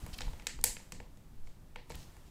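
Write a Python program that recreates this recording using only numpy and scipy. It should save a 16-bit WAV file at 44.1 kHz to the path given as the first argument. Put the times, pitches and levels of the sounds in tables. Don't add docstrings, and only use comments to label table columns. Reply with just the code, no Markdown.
import sys
import numpy as np
from scipy import signal
from scipy.fft import rfft, irfft
from scipy.io import wavfile

SR = 44100
rng = np.random.default_rng(int(sys.argv[2]) if len(sys.argv) > 2 else 0)


def elevation(decibels):
    levels = np.asarray(decibels, float)
    return 10 ** (levels / 20)


def persist_wave(psi):
    counts = np.round(np.clip(psi, -1, 1) * 32767).astype(np.int16)
    wavfile.write(sys.argv[1], SR, np.atleast_2d(counts).T)


N = 101430


def rms_one(x):
    return x / np.sqrt(np.mean(x ** 2) + 1e-20)


def in_time(rows):
    return np.interp(np.arange(N) / SR, *np.transpose(rows))


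def at_hz(points, hz):
    point_hz, values = np.array(points)[:, 0], np.array(points)[:, 1]
    return np.interp(np.log(hz), np.log(point_hz), values)


def band(x, low_hz, high_hz):
    edges = np.clip([low_hz, high_hz], 10, 0.45 * SR)
    return signal.sosfilt(signal.butter(2, edges, "band", fs=SR, output="sos"), x)


def coloured(x, spectrum):
    hz = np.maximum(np.arange(N // 2 + 1) * SR / N, 1)
    below = np.minimum(hz / spectrum[0][0], 1) ** 2
    return rms_one(irfft(rfft(x) * elevation(at_hz(spectrum, hz)) * below, N))


def grains(per_s, spread_db):
    sizes = elevation(spread_db * np.minimum(rng.exponential(1, N), 5))
    signs = rng.choice([-1, 1], N)
    return sizes * signs * (rng.random(N) < per_s / SR)


def lift(x, hz, width_hz, db):
    r = np.exp(-np.pi * width_hz / SR)
    zeros = np.array([1, 0, -1]) * (1 - r * r) / 2
    poles = [1, -2 * r * np.cos(2 * np.pi * hz / SR), r * r]
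    return x + (elevation(db) - 1) * signal.lfilter(zeros, poles, x)


# [t/s, middle level/dB, low level/dB, high level/dB, top level/dB]
CREASE_SNAPS = [(0.0633, -39.5, -43.5, -54.5, -45.5), (0.2064, -28, -35, -42, -50.5),
                (0.2794, -44.5, -45.5, -103.5, -77), (0.3331, -39, -45.5, -63, -91),
                (0.397, -35.5, -49.5, -58, -83), (0.4214, -44.5, -50, -61, -79),
                (0.4683, -19.5, -41.5, -30, -34), (0.4918, -38, -50, -49.5, -62),
                (0.5891, -44, -46.5, -65.5, -63), (0.6394, -16, -29, -20.5, -11.5),
                (0.7672, -31, -49, -63.5, -68), (0.7986, -69, -48.5, -54.5, -80),
                (0.9208, -31.5, -43, -40, -43.5), (1.0011, -36.5, -40.5, -58, -74),
                (1.0394, -61, -73, -74, -76), (1.1717, -53.5, -61, -63, -65),
                (1.4716, -46, -52.5, -62.5, -66.5), (1.7584, -28, -37.5, -56, -60),
                (1.8964, -49, -63, -63, -48), (1.9016, -37.5, -36.5, -50.5, -63),
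                (1.9084, -42.5, -45.5, -49, -63), (1.9194, -38.5, -67, -54, -50.5),
                (2.167, -50.5, -54, -63.5, -60)]
# [from f/Hz, to f/Hz, level/dB, quiver t60/s]
SNAP_COLOURS = [
    (1395, 4360, 11.5, 0.0063),
    (373.6, 1400, 24, 0.0081),
    (3900, 8230, 16, 0.022),
    (10320, 16500, 13, 0.017),
]


def snaps():
    crack_lag_s, quiver_db = 0.0006, -12
    t = np.arange(SR // 20) / SR
    cracks, quivers = 0, 0
    noise = rng.standard_normal((len(CREASE_SNAPS), 4, len(t)))
    for k, (low_hz, high_hz, db, t60) in enumerate(SNAP_COLOURS):
        crack, quiver = np.zeros((2, N + SR))
        for row, shake in zip(CREASE_SNAPS, noise[:, k]):
            i = int((row[0] + crack_lag_s) * SR)
            crack[i] = elevation(row[1 + k] + db)
            quiver[i:i + len(t)] += crack[i] * elevation(quiver_db - 60 * t / t60) * shake
        pair = np.array([crack, quiver])[:, :N] + 1e-18
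        pair = band(pair, low_hz, high_hz)
        pair = band(pair, low_hz / 2, high_hz * 1.56)
        crack, quiver = band(pair, low_hz / 4, high_hz * 0.82)
        polarity = -1 if k == 1 else 1
        cracks = cracks + polarity * crack
        quivers = quivers + quiver
    return cracks, quivers


# [f/Hz, width f/Hz, level/dB]
FILM_RESONANCES = [
    (900, 250, 5),
    (2100, 600, 7),
    (3500, 700, -3),
    (4700, 900, 2.1),
    (7750, 1500, 8),
]


def film_ring(x):
    for hz, width_hz, db in FILM_RESONANCES:
        x = lift(x, hz, width_hz, db)
    return x


# [start t/s, length t/s]
RUB_SPANS = [(.0, .09), (.128, .025), (.135, .012), (.177, .014), (.185, .006), (.213, .012), (.205, .022),
             (.235, .03), (.57, .03), (.612, .003), (1.43, .11), (1.893, .035), (1.9, .025), (1.935, .03),
             (1.953, .005), (1.96, .1), (1.96, .1), (2.14, .06), (2.24, .06)]
# [level/dB, centre f/Hz]
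RUB_COLOURS = [(-83, 6000), (-40, 3600), (-50, 7200), (-49.5, 10000), (-29.5, 3000), (-35, 2900),
               (-74, 4500), (-54, 2995), (-62, 1500), (-44, 6400), (-68, 4530), (-50, 3500), (-38.5, 266),
               (-46.5, 2800), (-47, 11000), (-55, 4200), (-57, 26000), (-87, 12000), (-63.5, 3800)]


def rubs():
    slips = rms_one(grains(per_s=6000, spread_db=4))
    t = np.arange(N) / SR
    spread = 2 ** 0.7
    total = 0
    for (start, length), (db, hz) in zip(RUB_SPANS, RUB_COLOURS):
        swell = np.sin(np.pi * np.clip((t - start) / length, 0, 1))
        total = total + elevation(db) * swell * band(slips, hz / spread, hz * spread)
    return total


# [t/s, level/dB]
BAG_MOTION = [
    (0, -57.5),
    (.3, -59),
    (.62, -71),
    (.85, -65.5),
    (1.05, -72.5),
    (1.4, -72.5),
    (1.85, -73.5),
    (1.95, -60.5),
    (2.3, -68.5),
]
# [f/Hz, level/dB]
RUSTLE_COLOUR = [(180, -37), (300, -2.5), (433, -11), (828, -7), (1560, -13), (2170, -14.5), (16000, -24)]


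def rustle():
    crumple = grains(4600, spread_db=-2.5) + rng.standard_normal(N)
    return elevation(in_time(BAG_MOTION)) * coloured(crumple, RUSTLE_COLOUR)


# [t/s, half-width t/s, level/dB]
HAND_JOLTS = [(.04, 0.0032, -31.5), (0.091, 0.0018, -37), (0.134, 0.0047, -39), (0.226, 0.0036, -42),
              (0.278, 0.0077, -27.5), (.338, 0.0042, -37), (0.581, 0.0056, -43), (0.613, 0.013, -33),
              (0.708, 0.0079, -40), (0.776, 0.016, -41.5), (0.974, 0.0033, -55.5), (1.002, 0.006, -43),
              (1.44, 0.029, -34), (1.467, 0.0075, -41.5), (1.909, 0.0035, -44), (1.953, 0.0051, -39.5),
              (2.178, 0.0044, -46.5), (2.261, 0.0045, -47.5)]


def jolts():
    t = np.arange(N) / SR
    total = 0
    for start, width, db in HAND_JOLTS:
        square = ((t - start) / width) ** 2
        total = total + elevation(db) * (1 - square) * np.exp(-square / 2)
    return total


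# [t/s, level/dB]
HANDLING = [(0.0, -53), (0.04, -34), (0.08, -45), (0.27, -38), (0.48, -50.5), (0.59, -39), (0.68, -41.5),
            (0.78, -45.5), (0.85, -48), (1.01, -39), (1.04, -48.5), (1.28, -48), (1.49, -52), (1.52, -49.5),
            (1.89, -48), (1.91, -39.5), (2.11, -51), (2.3, -50.5)]
# [f/Hz, level/dB]
RUMBLE_COLOUR = [(7.1, -40.5), (12, 6.5), (65, -9), (243, -18), (298, -24.5), (400, -26.5), (520, -59.5),
                 (880, -120)]


def rumble():
    return elevation(in_time(HANDLING) - 4.5) * coloured(grains(2000, spread_db=2.5), RUMBLE_COLOUR)


# [f/Hz, t60 t/s]
ROOM_T60 = [(400, 0.51), (1060, 0.32), (2790, .35), (7350, .33), (13000, .22)]
# [f/Hz, level/dB]
ROOM_COLOUR = [(400, -3.5), (1300, 3), (2200, -2.3), (4000, 3.5), (8000, 5.4), (14000, -1)]
ECHO_DELAYS = [.0007, .0022, .0035, .0066, .0112, .0125, .025, .028]
ECHO_LEVELS = [-10, -4.5, -4, -14, -15, -15.5, -22.5, -19]


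def room(x):
    room_db, build_s = -3.5, 0.015
    box_hz, box_db, box_t60_s = 493, -36, 0.16
    echo_blur_s, echo_top_hz = 0.0013, 10040
    t = np.arange(SR // 2) / SR
    edges = 250 * 2 ** np.arange(0, 6.6, 0.5)
    white = rng.standard_normal((3, len(t)))
    tail = 0
    for k, (low, high) in enumerate(zip(edges, edges[1:])):
        middle = np.sqrt(low * high)
        decay_db = at_hz(ROOM_COLOUR, middle) - 60 * t / at_hz(ROOM_T60, middle)
        tail = tail + band(white[k % 2], low, high) * elevation(decay_db)
    tail = tail * (1 - np.exp(-(t / build_s) ** 2))
    reply = elevation(room_db) * tail / np.sqrt(np.sum(tail ** 2))
    reply += elevation(box_db - 60 * t / box_t60_s) * np.sin(2 * np.pi * box_hz * t)
    for delay, db in zip(ECHO_DELAYS, ECHO_LEVELS):
        blur = np.exp(-np.abs(t - delay) / (echo_blur_s * np.sqrt(delay)))
        echo = white[2] * (t >= delay) * blur
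        reply += elevation(db) * band(echo, 240, echo_top_hz) / np.sqrt(np.sum(echo ** 2) + 1e-20)
    return x + signal.fftconvolve(x, reply)[:N]


# [f/Hz, level/dB]
HISS_COLOUR = [(30, -6), (165, 1.5), (230, -12), (480, -12.5), (1200, -21.5), (3000, -28), (9000, -32.5),
               (16000, -30.5)]


def hiss():
    return elevation(-63.5) * coloured(rng.standard_normal(N), HISS_COLOUR)


def scene():
    wash = rustle()
    thumps = rumble()
    cracks, quivers = film_ring(np.array(snaps()))
    rub = rubs()
    rub_room_share = 0.45
    in_room = room(cracks + rub_room_share * rub)
    close = (1 - rub_room_share) * rub + quivers + wash
    return (in_room + close + thumps + jolts())[None, :]


def low_pass(x):
    return signal.sosfilt(signal.butter(12, 17090, fs=SR, output="sos"), x)


def record(dry):
    heard = lift(dry, hz=7700, width_hz=2500, db=3) + hiss()
    top_cut = signal.cheby2(8, 28, 16100, fs=SR, output="sos")
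    mix = signal.sosfilt(top_cut, heard)
    return low_pass(mix)


dry = scene()
out = record(dry)
persist_wave(out)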